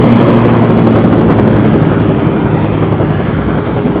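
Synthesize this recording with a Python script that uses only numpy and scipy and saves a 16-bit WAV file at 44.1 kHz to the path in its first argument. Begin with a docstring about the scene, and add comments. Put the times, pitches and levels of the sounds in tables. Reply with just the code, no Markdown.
"""A helicopter flies low past an airfield apron while wind buffets the microphone.
At first the roar of engine and air is strongest, chopped by the main rotor, with tail rotor and
gearing droning over it. Blade slap peaks after a second, the low thuds just after two. As the craft
draws away, its pitch sinking with the Doppler shift, the turbine whines briefly near three seconds.
Throughout, the microphone has little treble and overloads on the loudest peaks."""
import sys
import numpy as np
from scipy import signal
from scipy.fft import rfft, irfft
from scipy.io import wavfile
from scipy.ndimage import uniform_filter1d

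SR = 44100
rng = np.random.default_rng(int(sys.argv[2]) if len(sys.argv) > 2 else 0)


def unload_wav(signal):
    """Save mono or channel-first audio to the path in sys.argv[1] as 16-bit WAV at rate SR, clipped to [-1, 1]."""
    wavfile.write(
        sys.argv[1],
        SR,
        np.round(np.clip(np.atleast_2d(signal).T, -1, 1) * 32767).astype(np.int16),
    )


N = 176400
T = np.arange(N) / SR

# Tail rotor pitch as heard. Each row: time in seconds, frequency in Hz.
TAIL_PITCH = [(0, 119), (.5, 116.5), (1, 113.5), (1.5, 110.5), (2, 108), (2.5, 106), (3, 103.5), (3.5, 102),
              (4, 101)]
BLADES_PER_CYCLE, BLADE_LAG = .1033, .45  # main blade passes per tail cycle; lag in blade passes
# Spectra of the sources. Each row: frequency in Hz, relative spectral density in dB.
WIND_SPECTRUM = [(10, -30), (30, -23.5), (45, -13), (62, -0.5), (80, -0.5), (120, 2), (200, -10),
                 (500, -40), (2000, -77)]
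ROAR_BODY_SPECTRUM = [(40, -46.5), (90, -14.5), (140, 0.5), (210, -0.5), (330, -2), (420, -5), (560, -8.5),
                      (720, -13), (1000, -23), (2000, -44), (4000, -81)]
ROAR_TREBLE_SPECTRUM = [(300, -30), (650, -4), (950, 1), (1300, -2), (1800, -9), (2300, -10), (2700, -15),
                        (3300, -14.5), (3700, -26), (4100, -36.5), (4650, -35), (5000, -59), (5600, -89.5)]
SLAP_SPECTRUM = [(100, -27), (250, 0.5), (520, 0.5), (900, -6.5), (1500, -17), (3000, -31), (4500, -64.5),
                 (5500, -88.5)]
THUD_SPECTRUM = [(15, -39), (35, -24.5), (50, -16.5), (62, 2.5), (78, -7), (100, -5.5), (145, 5.5),
                 (200, -2), (400, -20), (1000, -72)]
# Envelopes of the sources. Each row: time in seconds, level in dB.
WIND_LEVEL = [(0, -26.5), (1.5, -20.5), (2.3, -25.5), (3, -21.5), (4, -23)]
SLAP_LEVEL = [(0, -27.5), (.5, -23), (.95, -20), (1.6, -21), (2.2, -26), (3, -25.5), (3.5, -29.5), (4, -30)]
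THUD_LEVEL = [(0, -26), (1.2, -22), (2.3, -18), (3, -25.5), (4, -20.5)]
# Envelopes of the roar. Each row: time in seconds, relative levels of body and of treble in dB.
ROAR_LEVELS = [(0, -4, -20.5), (.2, -6.5, -19), (.6, -9, -21), (1.1, -7, -23), (1.65, -10.5, -22),
               (2.1, -12.5, -25), (2.7, -13.5, -25), (3.3, -15, -26.5), (4, -14.5, -26.5)]
# Surges of the roar. Each row: peak time and half-width in seconds, centre in Hz, level in dB.
ROAR_SURGES = [(0.269, 0.075, 526, -13.5), (.45, .4, 980, -23.5), (1.141, .12, 279, -14.5),
               (1.452, 0.036, 126.5, -9.5), (1.642, 0.07, 222, -12.5), (1.623, 0.17, 573, -26.5),
               (1.953, 0.085, 1380, -28.5), (2.256, 0.049, 117, -21), (2.25, 0.12, 2110, -38.5),
               (2.71, 0.031, 480, -26), (3.01, 0.02, 596, -16.5), (3.489, 0.07, 62.2, -23),
               (3.727, 0.17, 3440, -47.5), (3.878, 0.043, 227.6, -17)]
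# Tones of the machinery. Each row: multiple of the tail pitch, level in dB, peak time and half-width
# in seconds. The turbine has a single row.
TURBINE_TONE = (16.47, -40, 3.18, .36)
DRONE_TONES = [(0.9968, -15, 0.32, 1), (0.9935, -19.5, 2.27, 0.69), (1.994, -13, 0.51, 0.9),
               (3.02, -24.5, 1.1, 1.9), (4.043, -25.5, 3.8, 0.52), (1.512, -20.5, 2.2, 1.5),
               (2.684, -21.5, 1.6, .7), (3.662, -21, 2.1, .5), (3.68, -23, .9, 0.4),
               (4.707, -28.5, 1.3, 0.37), (8.55, -40.5, 3.7, 0.32), (11, -39.5, 3.3, 0.63),
               (11.63, -36.5, 2.3, 0.41), (18.53, -47, 3.4, .3), (22.6, -49, 2.5, 0.32)]
# Frequency responses before and after the overload. Each row: frequency in Hz, gain in dB.
BASS_CUT = [(10, -24.5), (25, -14.5), (40, -5), (55, 0.5), (20000, 0)]
TREBLE_LOSS = [(20, 0), (4500, 0.5), (5300, -9), (8000, -4), (10000, -8), (13000, -10), (16000, -16)]


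def amp(db):
    """Converts decibels to an amplitude ratio."""
    return 10 ** (np.asarray(db) / 20)


def unit(x):
    """Normalises to rms 1."""
    return x / np.sqrt(np.mean(x ** 2) + 1e-20)


def curve(rows, column=1):
    """Interpolates one column of a time table linearly at every sample."""
    rows = np.array(rows)
    return np.interp(T, rows[:, 0], rows[:, column])


def shape(x, points):
    """Zero-phase filtering by a response of (Hz, dB) points."""
    hz, db = np.transpose(points)
    f = np.fft.rfftfreq(2 * N, 1 / SR)
    gain = amp(np.interp(np.log(f + 1), np.log(hz), db))
    return irfft(rfft(x, 2 * N) * gain, 2 * N)[:N]


def drift(rate_hz):
    """Low-passed Gaussian noise: a slow random fluctuation of rms 1."""
    f = np.fft.rfftfreq(N, 1 / SR)
    return unit(irfft(rfft(rng.standard_normal(N)) * np.exp(-(f / rate_hz) ** 2) * (f > 0), N))


def wind():
    """Turbulent pressure on the microphone makes a lumpy, low buffeting."""
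    buffeting = shape(rng.standard_normal(N), WIND_SPECTRUM) * amp(1.3 * drift(24))
    return unit(buffeting) * amp(curve(WIND_LEVEL))


def turbine_whine(tail_cycles):
    """Directivity: the whine comes through briefly as the exhaust turns towards the microphone."""
    multiple, db, at, width = TURBINE_TONE
    swell = amp(db + 3 * drift(6)) * np.exp(-((T - at) / width) ** 2)
    waver_cycles = 0.073 * drift(9)
    return np.sqrt(2) * swell * np.sin(2 * np.pi * (multiple * tail_cycles + waver_cycles))


def roar_surges(spread_octaves=.2):
    """Narrow-band noise under Gaussian envelopes: single bands of the roar leap up for a moment."""
    out, octaves = np.zeros(N), np.log2(np.fft.rfftfreq(N, 1 / SR) + 1)
    for at, width, hz, db in ROAR_SURGES:
        passband = np.exp(-((octaves - np.log2(hz)) / spread_octaves) ** 2)
        band = irfft(rfft(rng.standard_normal(N)) * passband, N)
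        out += amp(db) * unit(band) * np.exp(-((T - at) / width) ** 2)
    return out


def scintillation(x, depth_db=2):
    """Propagation through turbulent air lets patches of the spectrum swell and fade."""
    spectrogram = signal.stft(x, nperseg=1024, noverlap=768)[2]
    patches = uniform_filter1d(rng.standard_normal(spectrogram.shape), size=45, axis=1)  # along time
    patches = uniform_filter1d(patches, size=6, axis=0)  # along frequency
    return signal.istft(spectrogram * amp(depth_db * unit(patches)), nperseg=1024, noverlap=768)[1][:N]


def blade_strength(blades, spread_db, max_sigma):
    """Log-normal scatter: each blade pass has a random gain of its own."""
    gains = amp(spread_db * np.clip(rng.standard_normal(128), -2, max_sigma))
    return gains[np.floor(blades).astype(int) + 1]


def blade_chop(blades, rise=0.067, fall=0.28):
    """Envelope at the blade-passage frequency; its quick rise and slower fall are shares of a pass."""
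    strength = blade_strength(blades, spread_db=0.5, max_sigma=2)
    phase = blades % 1
    return strength * np.minimum(phase / rise, 1) * np.exp(-(phase / (rise + fall)) ** 2)


def roar(tail_cycles, blades):
    """Amplitude modulation: the main blades chop engine and air noise, and the tail rotor flutters it."""
    chop = blade_chop(blades)
    flutter = 1 + 0.2 * np.cos(2 * np.pi * tail_cycles)
    body = shape(rng.standard_normal(N), ROAR_BODY_SPECTRUM) * (1 + 0.57 * chop) * flutter
    hiss = rng.standard_normal(N) * (1 + 0.22 * chop) * flutter * amp(0.88 * drift(30))
    treble = scintillation(shape(hiss, ROAR_TREBLE_SPECTRUM))
    body_gain = amp(curve(ROAR_LEVELS, column=1) - 1.5)
    treble_gain = amp(curve(ROAR_LEVELS, column=2) - 0.25)
    return unit(body) * body_gain + unit(treble) * treble_gain


def tail_drone(tail_cycles):
    """Directivity: tail rotor and gear tones swell as their beams sweep by, wavering in turbulent air."""
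    out = np.zeros(N)
    for multiple, db, at, width in DRONE_TONES:
        swell = amp(db + 1.5 * drift(2.1)) / np.sqrt(1 + ((T - at) / width) ** 4)
        waver_cycles = 0.022 * np.sqrt(multiple) * drift(4.7)
        cycles = multiple * tail_cycles + waver_cycles + rng.random()
        out += np.sqrt(2) * swell * np.sin(2 * np.pi * cycles)
    return out


def blade_slaps(blades, rise_s=0.0054, decay_s=.015):
    """Blade-vortex interaction: each blade cuts the last one's wake with a burst of mid-range noise."""
    age_s = blades % 1 / (BLADES_PER_CYCLE * curve(TAIL_PITCH))
    strength = blade_strength(blades, spread_db=2, max_sigma=1)
    envelope = strength * (1 - np.exp(-age_s / rise_s)) * np.exp(-age_s / decay_s)
    bursts = rng.standard_normal(N) * envelope
    return unit(shape(bursts, SLAP_SPECTRUM)) * amp(curve(SLAP_LEVEL))


def blade_thuds(blades):
    """A pulse train at the blade-passage frequency: each main blade radiates one low pressure pulse."""
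    passes = np.diff(np.floor(blades), prepend=np.floor(blades[0]))
    pulses = passes * amp(1.5 * drift(6.2))
    return unit(shape(pulses, THUD_SPECTRUM)) * amp(curve(THUD_LEVEL))


def scene():
    """Superposition of the sources; both rotors and the turbine follow one Doppler-shifted pitch."""
    tail_cycles = np.cumsum(curve(TAIL_PITCH)) / SR
    blades = BLADES_PER_CYCLE * tail_cycles - BLADE_LAG  # running count of main blade passes
    rotors = tail_drone(tail_cycles) + blade_thuds(blades) + blade_slaps(blades)
    return (rotors + roar(tail_cycles, blades) + turbine_whine(tail_cycles) + wind() + roar_surges())[None]


def limiter(x, threshold=.85, share=0.29, release_db_per_s=90.5):
    """Dynamic compression: the gain ducks by a share of each peak's excess and recovers quickly."""
    excess_db = 20 * np.log10(np.maximum(abs(x) / threshold, 1))
    release_db = T * release_db_per_s
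    held_db = np.maximum.accumulate(excess_db + release_db) - release_db
    smoothed_db = uniform_filter1d(uniform_filter1d(held_db, size=130), size=130)
    return x * amp(-share * smoothed_db)


def record(dry, drive_db=0.94, knee=0.92, ceiling=0.94, cutoff_hz=15900):
    """Bass cut, limiting and saturation through a short soft knee; then treble loss and a band limit."""
    x = limiter(shape(dry[0], BASS_CUT) * amp(drive_db))
    headroom = ceiling - knee
    rounded_excess = headroom * np.tanh(np.maximum(abs(x) - knee, 0) / headroom)
    clipped = np.sign(x) * (np.minimum(abs(x), knee) + rounded_excess)
    lowpass = signal.firwin(511, cutoff_hz, window=("kaiser", 9), fs=SR)
    return signal.oaconvolve(shape(clipped, TREBLE_LOSS), lowpass, "same")[None]


dry = scene()
out = record(dry)
unload_wav(out)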